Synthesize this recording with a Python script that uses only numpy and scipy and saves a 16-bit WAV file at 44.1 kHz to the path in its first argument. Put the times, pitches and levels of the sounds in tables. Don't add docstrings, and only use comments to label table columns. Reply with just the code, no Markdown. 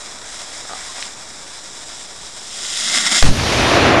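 import sys
import numpy as np
from scipy import signal
from scipy.io import wavfile
from scipy.ndimage import uniform_filter1d

SR = 44100
rng = np.random.default_rng(int(sys.argv[2]) if len(sys.argv) > 2 else 0)


def materialize(psi):
    bounded = np.clip(np.atleast_2d(psi).T, -1, 1)
    quanta = np.round(bounded * 32767).astype(np.int16)
    wavfile.write(sys.argv[1], SR, quanta)


def ratio(d):
    e = np.asarray(d, float) / 20
    return 10 ** e


N = 176400

# (time [s], level of the upper hiss [dB], lower hiss against it [dB])
FLAME_COURSE = [(0, -34, -4.5), (.23, -38.5, -4), (.27, -33.5, -5), (.35, -31.5, -7), (.45, -33.5, -5.5),
                (.63, -33.5, -5.5), (.8, -33, -4), (.94, -32.5, -7.5), (.97, -32, -2.5),
                (1.03, -31.5, -6.5), (1.16, -36.5, -4.5), (1.6, -35.5, -6.5), (1.98, -35, -7.5),
                (2.13, -37, -7), (2.2, -36, -8), (2.27, -35, -7.5), (2.43, -34.5, -8), (2.5, -31, -10),
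                (2.77, -23.5, -12.5), (2.91, -20, -8.5), (2.94, -18.5, -6), (2.97, -17, -7),
                (3.02, -21, -5.5), (3.075, -17, -5), (3.087, -21, -6), (3.111, -20, -5.5),
                (3.125, -13, -3.5), (3.14, -19, -4), (3.19, -14, -9.5), (3.22, -20, -12.5)]
# (frequency [Hz], density [dB per Hz])
FUSE_FIZZ = [(1300, -44), (2560, -11), (2800, -5), (3900, -2.5), (4420, -10.5), (4750, -3.5), (5410, -0.5),
             (6400, -7), (7290, -1.5), (8740, -7.5), (9800, -17), (10700, -17), (11600, -31.5),
             (12300, -32), (13700, -47), (15700, -43)]
# (frequency [Hz], density [dB per Hz])
JET_HISS = [(1300, -35.5), (2500, -4.5), (3010, -3.5), (3400, 3), (3900, 0.5), (4420, -8.5), (4680, -1.5),
            (5300, 2.5), (5990, -5.5), (7340, 0.5), (7960, -7.5), (8940, -4.5), (9890, -19), (10700, -15),
            (11600, -29.5), (12300, -29), (13200, -43), (14100, -50), (15700, -42)]
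# (frequency [Hz], density [dB per Hz])
FUSE_LOW_HISS = [(240, -27), (400, -6), (429, -17), (456, -11), (605, 3), (756, 1), (822, 2), (2500, -2),
                 (3250, -5.5), (5500, -120)]
# (frequency [Hz], density [dB per Hz])
JET_LOW_ROAR = [(60, -62), (125, -23), (183, -5.5), (364, -11.5), (477, -23), (633, -6.5), (948, -14),
                (1070, -9), (1420, -2), (1670, -7), (2070, 2), (2500, -11.5), (3250, -30), (5500, -120)]
# (frequency [Hz], density [dB per Hz])
WOODS_SPECTRUM = [(15, -37), (25, 0), (107, -6), (167, -6), (216, -5), (415, -4.5), (460, -5.5),
                  (605, -8.5), (1500, -12), (1950, -13), (3300, -120)]
# (time [s], peak [dB])
KNOCK_EVENTS = [(0.652, -23), (0.695, -19), (0.705, -26), (0.712, -18), (0.722, -23), (0.734, -15),
                (0.753, -24), (0.982, -26), (0.994, -28)]
# (frequency [Hz], level [dB], T60 [s])
KNOCK_RESONANCES = [(580, -16, 0.017), (696, 5.5, 0.023), (814, 6, 0.028), (1050, -1, .012),
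                    (1204, 8, 0.03), (1480, 4, 0.012), (2000, -4, 0.008), (3740, 1, 0.016)]
# (time [s], length [s], frequency [Hz], peak [dB])
CHIRP_EVENTS = [(0.88, 0.047, 1056, -37.5), (1.54, 0.073, 4010, -42)]
# (time [s], peak [dB])
SNAP_EVENTS = [(1.0259, -9.5), (1.0335, -23), (1.0538, -21), (1.469, -28), (2.6512, -16)]
# (frequency [Hz], level [dB], T60 [s])
SNAP_RESONANCES = [(1980, -4, 0.012), (2490, 5, 0.0043), (2960, -5, 0.0099), (4480, 1, 0.0063),
                   (6000, -10, .008)]
# (frequency [Hz], density [dB per Hz])
CRACK_SPECTRUM = [(150, -32), (500, 5), (1750, 0.5), (3800, -2.5), (6700, -7), (12500, -70), (22000, -120)]
# (frequency [Hz], density [dB per Hz])
NEAR_SPECTRUM = [(150, -26), (400, -3), (700, -2.5), (1000, -6.5), (3000, -9), (6000, -11), (9600, -18),
                 (12500, -48), (22000, -100)]
# (frequency [Hz], density [dB per Hz])
THUMP_SPECTRUM = [(30, -29), (55, -3), (80, 2), (120, -4), (170, -1.5), (230, -5.5), (350, -12.5),
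                  (700, -59), (22000, -120)]
# (frequency [Hz], density [dB per Hz])
FAR_SPECTRUM = [(18, -42), (30, 5), (100, 8.5), (171, -5), (330, -3), (450, -7.5), (668, -6.5),
                (839, -10.5), (1900, -11), (6000, -8.5), (7400, -16.5), (8050, -21.5), (8700, -18),
                (10200, -21), (12500, -32), (16200, -71), (22000, -120)]
# (frequency [Hz], T60 [s])
FAR_DECAY = [(60, 0.94), (150, 1.48), (350, 2.35), (800, 2.49), (2000, 2.01), (5000, 1.164), (10000, 1.023)]
# (time after overload [s], displacement [share of full scale])
CAPSULE_SWING = [(-.002, 0), (.0065, -.9), (.021, -.78), (.046, -.5), (.05, .2), (.064, .15), (.067, .75),
                 (.083, .7), (.095, .2), (.115, -.03), (.16, 0)]

JET_FROM_DB, JET_FULL_DB = -35, -21
SPARKS_PER_S, SPARK_SPREAD_DB = 1100, 4
SPARKS_DB, JET_SPARKS_DB = -12.5, 7.5
SPUTTER_DB, SPUTTER_S = 1, 0.0015
FLICKER_DB, FLICKER_S = 1, 0.02
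BOUNCES_PER_S, BOUNCE_DB, BOUNCE_T60_S = 1500, -13, 0.051
WOODS_DB, WOODS_SWAY_DB, WOODS_SWAY_S = -45.5, 0.8, 0.08
SHOT_S = 3.2252
SHOT_RISE_S = 0.00086
CRACK_DB, CRACK_S = 30, 0.005
NEAR_DB, NEAR_S = 17.5, 0.072
THUMP_DB, THUMP_T60_S, THUMP_RISE_S = 20.5, 0.57, 0.0033
FAR_DB, FAR_BUILD_S = 19.5, 0.15
CEILING_DB, GRAB_S, RECOVER_DB_PER_S = -6.5, 0.0012, 48.5
OVERLOAD_DB = 6
OFFSET, FULL_SCALE = -0.0069, 0.97


def evened(x):
    return x / np.sqrt(np.mean(x ** 2) + 1e-20)


def read(points, hz):
    f, value = np.transpose(points)
    return np.interp(np.log(hz + 1), np.log(f + 1), value)


def colour(x, spectrum):
    hz = abs(np.fft.fftfreq(8192, 1 / SR))
    log_gain = np.log(ratio(np.maximum(read(spectrum, hz), -100)))
    response = np.exp(np.conj(signal.hilbert(log_gain)))
    taps = np.fft.ifft(response).real[:4096]
    return signal.oaconvolve(x, taps / np.linalg.norm(taps))[:len(x)]


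def wander(seconds):
    size = max(int(seconds * SR), 2)
    smooth = uniform_filter1d(rng.standard_normal(N), size)
    return evened(uniform_filter1d(smooth, size))


def hits(events, modes):
    out, t = np.zeros(N), np.arange(3000) / SR
    for s, peak_db in events:
        ring = np.zeros(len(t))
        for hz, mode_db, t60 in modes:
            level_chance, pitch_chance = rng.uniform(-1, 1, 2)
            envelope = ratio(mode_db + 1.4 * level_chance - 60 * t / t60)
            ring += envelope * np.sin(2 * np.pi * hz * (1 + 0.087 * pitch_chance) * t)
        ring *= np.minimum(t / 0.0004, 1)
        out[round(s * SR):][:len(t)] += ratio(peak_db) * ring / abs(ring).max()
    return out


def flame_drive(jet):
    sparking = rng.random(N) < SPARKS_PER_S / SR
    spark_size = ratio(SPARK_SPREAD_DB * np.minimum(rng.exponential(1, N), 4))
    gas = evened(rng.standard_normal(N) * ratio(SPUTTER_DB * wander(SPUTTER_S)))
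    sparks = evened(sparking * spark_size * rng.choice([-1, 1], N))
    mix = gas + ratio(SPARKS_DB + JET_SPARKS_DB * jet) * sparks
    return mix * ratio(FLICKER_DB * wander(FLICKER_S))


def flame():
    t = np.arange(N) / SR
    s, level_db, low_db = np.transpose(FLAME_COURSE)
    level_db, low_db = np.interp(t, s, level_db), np.interp(t, s, low_db)
    jet = np.clip((level_db - JET_FROM_DB) / (JET_FULL_DB - JET_FROM_DB), 0, 1)
    drive = flame_drive(jet)
    fuse_share, jet_share = np.cos(jet * np.pi / 2), np.sin(jet * np.pi / 2)
    high = fuse_share * colour(drive, FUSE_FIZZ) + jet_share * colour(drive, JET_HISS)
    low = fuse_share * colour(drive, FUSE_LOW_HISS) + jet_share * colour(drive, JET_LOW_ROAR)
    overlap = np.sqrt(1 + 2 * fuse_share * jet_share)
    return (high + ratio(low_db) * low) / overlap * ratio(level_db) * (t < SHOT_S)


def bounces(x):
    t = np.arange(4000) / SR
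    taps = (rng.random(len(t)) < BOUNCES_PER_S / SR) * rng.choice([-1, 1], len(t))
    taps = taps * ratio(-60 * t / BOUNCE_T60_S) * (t > 0.002)
    return x + ratio(BOUNCE_DB) * signal.oaconvolve(x, taps / np.linalg.norm(taps))[:N]


def woods():
    sway = ratio(WOODS_DB + WOODS_SWAY_DB * wander(WOODS_SWAY_S))
    return sway * colour(rng.standard_normal(N), WOODS_SPECTRUM)


def knocks():
    return hits(KNOCK_EVENTS, KNOCK_RESONANCES)


def chirps():
    t, out = np.arange(N) / SR, np.zeros(N)
    for s, length, hz, db in CHIRP_EVENTS:
        envelope = np.sin(np.pi * np.clip((t - s) / length, 0, 1))
        out += ratio(db) * envelope * np.sin(2 * np.pi * hz * t)
    return out


def snaps():
    return hits(SNAP_EVENTS, SNAP_RESONANCES)


def muzzle_crack(t):
    return ratio(CRACK_DB) * colour(rng.standard_normal(SR), CRACK_SPECTRUM) * np.exp(-(t / CRACK_S) ** 2)


def near_burst(t):
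    return ratio(NEAR_DB) * colour(rng.standard_normal(SR), NEAR_SPECTRUM) * np.exp(-(t / NEAR_S) ** 4)


def thump(t):
    rumble = colour(rng.standard_normal(2 * SR), THUMP_SPECTRUM)[SR:]
    return ratio(THUMP_DB - 60 * t / THUMP_T60_S) * rumble * np.minimum(t / THUMP_RISE_S, 1)


def forest_echo():
    hz, t, z = signal.stft(colour(rng.standard_normal(SR), FAR_SPECTRUM), SR, nperseg=512)
    patches = uniform_filter1d(rng.standard_normal(z.shape), 6, 0)
    patches = evened(uniform_filter1d(patches, 10, 1))
    gain_db = 1.2 * patches - 60 * t / read(FAR_DECAY, hz)[:, None]
    return signal.istft(z * ratio(gain_db), SR, nperseg=512)[1][:SR]


def blast():
    t, out = np.arange(SR) / SR, np.zeros(N + SR)
    rise = np.sin(np.pi / 2 * np.minimum(t / SHOT_RISE_S, 1)) ** 2
    close = rise * (muzzle_crack(t) + near_burst(t) + thump(t))
    far = ratio(FAR_DB) * forest_echo() * (1 - np.exp(-t / FAR_BUILD_S))
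    out[round(SHOT_S * SR):][:SR] = close + far
    return out[:N]


def scene():
    bed = woods()
    close = bounces(flame() + knocks() + snaps())
    return (close + bed + chirps() + blast())[None]


def top_cut(x):
    return signal.sosfilt(signal.butter(12, 15730, fs=SR, output="sos"), x)


def record(dry):
    x, t = dry[0], np.arange(N) / SR
    size = max(int(GRAB_S * SR), 2)
    power_db = 10 * np.log10(abs(uniform_filter1d(x ** 2, size)) + 1e-12)
    fall_db = RECOVER_DB_PER_S * t
    held_db = np.maximum.accumulate(power_db + fall_db) - fall_db
    over_db = np.maximum(held_db - CEILING_DB, 0)
    ducked = x / ratio(uniform_filter1d(over_db, size))
    overload_s = t[np.argmax(abs(x) > ratio(OVERLOAD_DB))]
    swing = np.interp(t - overload_s, *np.transpose(CAPSULE_SWING))
    mix = np.clip(ducked + swing + OFFSET, -FULL_SCALE, FULL_SCALE)
    return top_cut(mix[None])


dry = scene()
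out = record(dry)
materialize(out)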